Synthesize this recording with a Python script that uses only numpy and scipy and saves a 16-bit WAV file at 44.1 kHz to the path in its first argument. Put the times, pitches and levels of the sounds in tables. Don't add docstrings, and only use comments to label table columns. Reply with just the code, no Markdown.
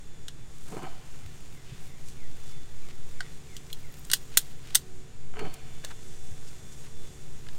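import sys
import numpy as np
from scipy import signal
from scipy.fft import rfft, irfft, next_fast_len
from scipy.io import wavfile
from scipy.ndimage import map_coordinates

SR = 44100
rng = np.random.default_rng(int(sys.argv[2]) if len(sys.argv) > 2 else 0)


def int16_out(signal):
    q = np.round(np.clip(np.atleast_2d(signal).T, -1, 1) * 32767)
    wavfile.write(sys.argv[1], SR, q.astype(np.int16))


N = 334278

# t/s, level/dB, brightness/(dB per register), favoured f/Hz,
# relative ring/dB, lead of the slip off the tooth/s, relative slip/dB, lever clack/dB
SNAPS = [(4.134, -19.5, -1.5, 3330, 10.5, 0.0013, -13, -22.5),
         (4.372, -15.5, 0.5, 5000, 0.5, 0.0029, -31, -16.5), (4.7526, -18, -0.8, 8400, 14.5, .005, -7, -28)]


def amp(db):
    return 10 ** (np.asarray(db) / 20)


def unit(x):
    return x / np.sqrt(np.mean(x ** 2) + 1e-20)


def along(points, hz):
    f, v = np.transpose(points)
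    return np.interp(np.log(hz + 1e-3), np.log(f), v)


def curve(points):
    return np.interp(np.arange(N) / SR, *np.transpose(points))


def wobble(rate):
    knots = rng.standard_normal(int(N * rate / SR) + 4)
    return map_coordinates(knots, [np.arange(N) * rate / SR])


def filtered(x, response):
    m = next_fast_len(len(x) + SR // 4)
    return irfft(rfft(x, m) * response(np.fft.rfftfreq(m, 1 / SR)), m)[:len(x)]


def coloured(x, spectrum):
    return unit(filtered(x, lambda hz: amp(along(spectrum, hz))))


def noise(spectrum):
    return coloured(rng.standard_normal(N), spectrum)


def slips(rate, size=N):
    return unit((rng.random(size) < rate / SR) * rng.standard_normal(size))


def phase(hz):
    return 2 * np.pi * np.cumsum(hz) / SR


def add(track, s, sound):
    part = track[max(round(s * SR), 0):][:len(sound)]
    part += sound[:len(part)]


def echo(x, decay, size):
    hz, t, z = signal.stft(rng.standard_normal(size), SR, nperseg=128)
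    tail = signal.istft(z * amp(-60 * t / along(decay, hz)[:, None]), SR, nperseg=128)[1]
    tail = np.pad(tail / np.linalg.norm(tail), (SR // 500, 0))
    return signal.fftconvolve(x, tail)[:len(x)]


def resonances(modes, f):
    return sum((-1) ** k * amp(db) * 1j * f * width / (hz * hz - f * f + 1j * f * width)
               for k, (hz, width, db) in enumerate(modes))


def focus(f, hz, db_per_octave):
    return amp(-db_per_octave * np.abs(np.log2((f + 1) / hz)))


def fan(waver_hz=2.4):
    partials = [(62.6, -66.5), (128.9, -58.5), (146.7, -59), (223, -70.5), (271, -72), (371.8, -68),
                (446.6, -69), (747, -75.5)]
    swell = [(0, -5.5), (2.5, 0), (6.5, 4.5), (7.58, 2)]
    swell_db, out = curve(swell), np.zeros(N)
    for hz, db in partials:
        level_db = db + swell_db * min(hz / 370, 1) ** 2 + 2.3 * wobble(5.1)
        out += amp(level_db) * np.sin(phase(hz + waver_hz * wobble(9)))
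    return np.sqrt(2) * out


def whine(hz=3494, octave_db=-70):
    fundamental = [(2.35, -71), (2.55, -65.5), (2.75, -70.5), (5.3, -74), (5.5, -66.5), (6.6, -65.5),
                   (7.58, -71)]
    turn = phase(hz + 1.5 * wobble(6))
    harmonics = [(1, curve(fundamental)), (2, octave_db)]
    return np.sqrt(2) * sum(amp(db + 2 * wobble(7)) * np.sin(k * turn) for k, db in harmonics)


def off_arm(x, delay_s=.00125, sway_s=.00007, reflection=.47):
    lag = (delay_s + sway_s * wobble(2)) * SR
    return unit(x + reflection * map_coordinates(x, [np.arange(N) - lag]))


def insects(floor_db=-64, half_width_s=1):
    crests = [(1.5, -73), (3.801, -67.5), (6.55, -59)]
    buzz = [(2000, -23), (4000, -11.5), (5800, 1.5), (7000, 4.5), (8200, 2.5), (10000, -5.5), (13000, -12),
            (16000, -46)]
    t = np.arange(N) / SR
    swell_power = sum((amp(db) * np.exp(-((t - s) / half_width_s) ** 2)) ** 2 for s, db in crests)
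    level_db = 10 * np.log10(amp(floor_db) ** 2 + swell_power)
    return amp(level_db + 1.2 * wobble(11)) * off_arm(noise(buzz))


def air(ambient_db=-48, draught_db=-28.5):
    # f/Hz, relative level/dB
    ambient = [(15, 9.5), (30, 4), (90, 1.5), (170, -2.5), (230, -9), (420, -12.5), (650, -19.5),
               (1200, -21.5), (1800, -21), (4000, -25.5), (7500, -31), (11000, -39), (16000, -42.5)]
    draught = [(.5, -12.5), (2, 9.5), (4, 3), (8, -10.5), (20, -63), (40, -62), (100, -120)]
    return amp(ambient_db) * noise(ambient) + amp(draught_db) * noise(draught)


def contacts(rebound_s=.0034, rebound_db=-11, rebound_bright_db=4.5):
    # t/s, level/dB, brightness/(dB per register), favoured f/Hz, relative ring/dB
    ticks = [(0.2822, -39, 1, 3320, 10.5), (3.566, -42.5, 4.5, 2860, 11), (3.729, -45.5, 11.5, 3700, 21.5),
             (4.0995, -36.5, -1, 1700, 5), (4.1145, -25.5, 5, 1700, -5), (7.4862, -50.5, -6, 2700, 7)]
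    knocks = [(3.2055, -43, -4, 1520, 18), (5.392, -51.5, 1, 4300, 0), (5.847, -41, 1, 1450, 4)]
    # relative level/dB in the knock, clack, snap and sparkle registers
    snap_colour = [-13, -1, 1.5, -0.5]
    tick_colour = [-7, 0.5, -2, -14.5]
    knock_colour = [2, 4.5, 4, -8]
    blows = []
    for s, db, bright, hz, ring_db, lead, slip_db, _ in SNAPS:
        blows += [(s - lead, db + slip_db, bright, hz, ring_db + slip_db),
                  (s, db, bright, hz, ring_db),
                  (s + rebound_s, db + rebound_db, bright + rebound_bright_db, hz, ring_db)]
    register = np.linspace(-1.5, 1.5, 4)
    kinds = [(blows, snap_colour), (ticks, tick_colour), (knocks, knock_colour)]
    return [(s, hz, db + ring_db, db + np.array(colour) + bright * register)
            for rows, colour in kinds for s, db, bright, hz, ring_db in rows]


def buckle(crack_t60=.019, chatter_t60=.12, chatter_db=-26, fall_db_per_octave=27, scatter_db=-10.5):
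    steel = [(1520, 1, .024), (1860, -4, .016), (2980, -3, .014), (3330, 0, .018), (4130, -3, .02),
             (4800, -8, .016), (6250, -7, .016), (8410, -1, .019), (9400, -9, .016), (14700, -6, .018)]
    underbody = [(500, 0.076), (4000, 0.075), (9000, 0.07), (15000, 0.045)]
    # filter order, low f/Hz, high f/Hz
    bands = [(3, 650, 1100), (3, 1400, 2100), (4, 2850, 4950), (5, 5300, 9400), (3, 10000, 15500)]
    filters = [signal.butter(order, edges, 'bandpass', fs=SR, output='sos') for order, *edges in bands]
    out, t = np.zeros(N), np.arange(SR // 5) / SR
    hz, mode_db, t60 = np.transpose(steel)[:, :, None]
    rise = 1 - np.exp(-t / .00045)
    attack_samples = np.sum(t < .003)
    for s, ring_hz, ring_db, colour_db in contacts():
        drive_db = rng.normal(0, 1.5, hz.shape) - fall_db_per_octave * np.abs(np.log2(hz / ring_hz))
        turn = rng.uniform(0, 2 * np.pi, hz.shape)
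        modes = amp(mode_db + drive_db - 60 * t / t60) * np.sin(2 * np.pi * hz * t + turn)
        hit = amp(ring_db) * modes.sum(axis=0) * rise
        crack = rng.standard_normal(len(t)) * amp(-60 * t / crack_t60)
        chatter = amp(chatter_db - 60 * t / chatter_t60) * slips(rate=900, size=len(t))
        thud_db = min(colour_db[0] - 12, -41)
        for sos, db in zip(filters, [thud_db, *colour_db]):
            band = signal.sosfilt(sos, (crack + chatter) * rise)
            hit += amp(db + 1) * band / np.sqrt(np.sum(band ** 2) / attack_samples)
        add(out, s, hit + amp(scatter_db) * echo(hit, underbody, size=SR // 6))
    return out


def fibres(tick_t60=.012):
    weave = [(100, -10.5), (300, 6), (1000, 6), (2000, 5.5), (4000, 4), (8000, 2), (11000, -4), (16000, -8)]
    hiss = rng.standard_normal(N) + .8 * slips(rate=430)
    t = np.arange(SR // 50) / SR
    tick = amp(-60 * t / tick_t60) * rng.standard_normal(len(t))
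    catches = unit(signal.fftconvolve(slips(rate=35), tick)[:N])
    return coloured(hiss + amp(-7) * catches, weave)


def webbing(level_db=-60, fade_s=.074):
    spells = [(.55, 4.85), (5.4, 11)]
    t = np.arange(N) / SR
    busy = sum(np.tanh((t - start) / fade_s) - np.tanh((t - end) / fade_s) for start, end in spells) / 2
    return amp(level_db + 1.8 * wobble(20)) * busy * fibres()


def rubs_and_ticks():
    bursts = [(0.71, -56, 0.15, 8950), (1.55, -61, .03, 14000), (1.726, -56.5, 0.07, 2980),
              (1.855, -59, 0.051, 12000), (2.084, -54, 0.048, 7650), (2.49, -56.5, .07, 6470),
              (2.902, -48.5, .01, 2800), (3.243, -57, .08, 2000), (3.702, -49, .007, 3000),
              (3.971, -51, 0.0043, 14000), (4.05, -45.5, .005, 9000), (4.338, -51.5, 0.03, 3000),
              (4.71, -52.5, 0.057, 3020), (5.544, -47.5, .006, 12600), (5.843, -42, 0.0061, 1400),
              (5.913, -45, .01, 1400), (5.994, -52, 0.0044, 950), (6.139, -55.5, 0.016, 4040),
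              (6.48, -53, 0.017, 6000), (6.73, -54.5, .012, 7000), (6.863, -55, 0.014, 1790),
              (7.469, -47.5, 0.0044, 2000)]
    out, t = np.zeros(N), np.arange(SR // 2) / SR - .25
    texture = fibres() * amp(2.5 * wobble(110))
    for s, db, half, hz in bursts:
        burst = np.roll(texture, -round(s * SR))[:len(t)]
        burst = filtered(burst, lambda f: focus(f, hz, db_per_octave=6))
        add(out, s + t[0], amp(db) * np.exp(-(t / half) ** 2) * unit(burst))
    return out


def scuffs(rasp_db=-22, ring_db=-7):
    catches = [(0.683, -53.5, 0.0087, 1500), (0.733, -42, 0.021, 483), (0.772, -36.5, 0.0063, 420),
               (0.789, -42, 0.011, 700), (0.828, -38, 0.011, 507), (0.849, -43.5, 0.011, 1530),
               (0.872, -43, 0.0049, 900), (5.341, -44.5, 0.0021, 1100), (5.367, -42.5, 0.0076, 1490),
               (5.399, -39, 0.0087, 2250), (5.438, -39.5, 0.029, 486), (5.456, -44, 0.0073, 1960)]
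    # f/Hz, bandwidth/Hz, level/dB
    panel = [(140, 46, 12.5), (354, 112, 4.5), (713, 120, 1), (1040, 135, -1.5), (1286, 56, 1),
             (1587, 115, -3.5), (2270, 530, -9), (3070, 200, -6)]
    lingering = [(690, 190, 0.5), (1150, 330, -4), (1550, 160, 0), (2450, 190, 1), (3070, 200, 6),
                 (4420, 120, 25)]
    out, t = np.zeros(N), np.arange(SR // 4) / SR - .1
    rasp = lambda f: amp(rasp_db) * (f / (f + 300)) / (1 + (f / 7000) ** 2)
    for s, db, width, hz in catches:
        stroke = np.exp(-(t / width) ** 2 / 2)
        grip = stroke * slips(rate=1200)[:len(t)]
        rub = filtered(grip, lambda f: (resonances(panel, f) + rasp(f)) * focus(f, hz, db_per_octave=5))
        add(out, s + t[0], amp(db) * rub * np.linalg.norm(stroke) / np.linalg.norm(rub))
    ring = echo(out, decay=[(750, 1.0), (4500, .5)], size=SR)
    return out + amp(ring_db) * filtered(ring, lambda f: resonances(lingering, f))


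def groans(roughness=.06):
    judders = [(0.74, -36.5, 0.012, 454), (0.769, -33, .005, 311.3), (0.87, -36.5, 0.0074, 720),
               (5.38, -40.5, 0.019, 402.5), (5.422, -34.5, 0.024, 410), (5.455, -44, .032, 774)]
    t = np.arange(N) / SR
    turn = phase(1 + roughness * wobble(140))
    return sum(amp(db) * np.exp(-((t - s) / half) ** 2) * np.sin(hz * turn) for s, db, half, hz in judders)


def bird(first_s=1.155, period_s=.327, count=9, level_db=-66, early_db=-3, echo_gain=2.2):
    length_s, flick_s = .15, .013
    base_hz, flick_hz, glide_hz = 2440, 2400, 680
    out, t = np.zeros(N), np.arange(int(length_s * SR)) / SR
    swell = np.sin(np.pi * t / length_s)
    sweep = base_hz + flick_hz * np.exp(-t / flick_s) - glide_hz * t / length_s
    for k in range(count):
        pitch = sweep * (1 + .015 * rng.standard_normal())
        call_db = early_db * .5 ** k + 1.2 * rng.standard_normal()
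        call = np.pad(amp(call_db) * swell * np.sin(phase(pitch)), (0, SR // 2))
        scattered = echo(call, decay=[(2000, .36), (4000, .3)], size=SR // 2)
        add(out, first_s + k * period_s, call + echo_gain * scattered)
    return amp(level_db) * out


def bumps(cycles=.97):
    touches = [(1.26, -38, 88), (1.726, -33.5, 127), (5.847, -37.5, 590), (6.323, -36.5, 85)]  # t/s, level/dB, f/Hz
    t = np.arange(N) / SR
    return sum(amp(db) * np.exp(-((t - s) * hz / cycles) ** 2) * np.sin(2 * np.pi * hz * (t - s))
               for s, db, hz in touches)


def tightening(centre_s=4.06, half_width_s=.33, level_db=-56.5):
    load = np.exp(-((np.arange(N) / SR - centre_s) / half_width_s) ** 2)
    clusters = amp(5.5 * wobble(70))
    creak = (slips(rate=300) + .2 * rng.standard_normal(N)) * clusters
    return amp(level_db) * load * coloured(creak, [(2000, -17), (8000, -6), (14000, 5)])


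def lever(rise_s=.0003):
    modes = [(330, -17, .02), (1560, 0, .021), (1930, 2.5, .018)]  # f/Hz, level/dB, T60/s
    out, t = np.zeros(N), np.arange(SR // 20) / SR
    clack = sum(amp(db - 60 * t / t60) * np.sin(2 * np.pi * hz * t) for hz, db, t60 in modes)
    clack *= 1 - np.exp(-t / rise_s)
    for s, *_, clack_db in SNAPS:
        add(out, s, amp(clack_db) * clack)
    return out


def scene():
    garage = [(200, 0.56), (400, 0.48), (780, 0.29), (3000, 3.1), (10000, 0.77)]
    clicks = buckle() + lever()
    panel = scuffs() + groans()
    room = echo(amp(-39) * clicks + amp(-9) * panel, garage, size=SR)
    strap = webbing() + rubs_and_ticks() + tightening()
    return (clicks + panel + room + strap + bumps() + fan() + whine() + bird() + insects() + air())[None]


def record(dry, cutoff_hz=16100, transition_hz=900):
    clipped = np.clip(dry[0], -1, 1)
    return filtered(clipped, lambda hz: np.clip((cutoff_hz - hz) / transition_hz + .5, 0, 1))[None]


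dry = scene()
out = record(dry)
int16_out(out)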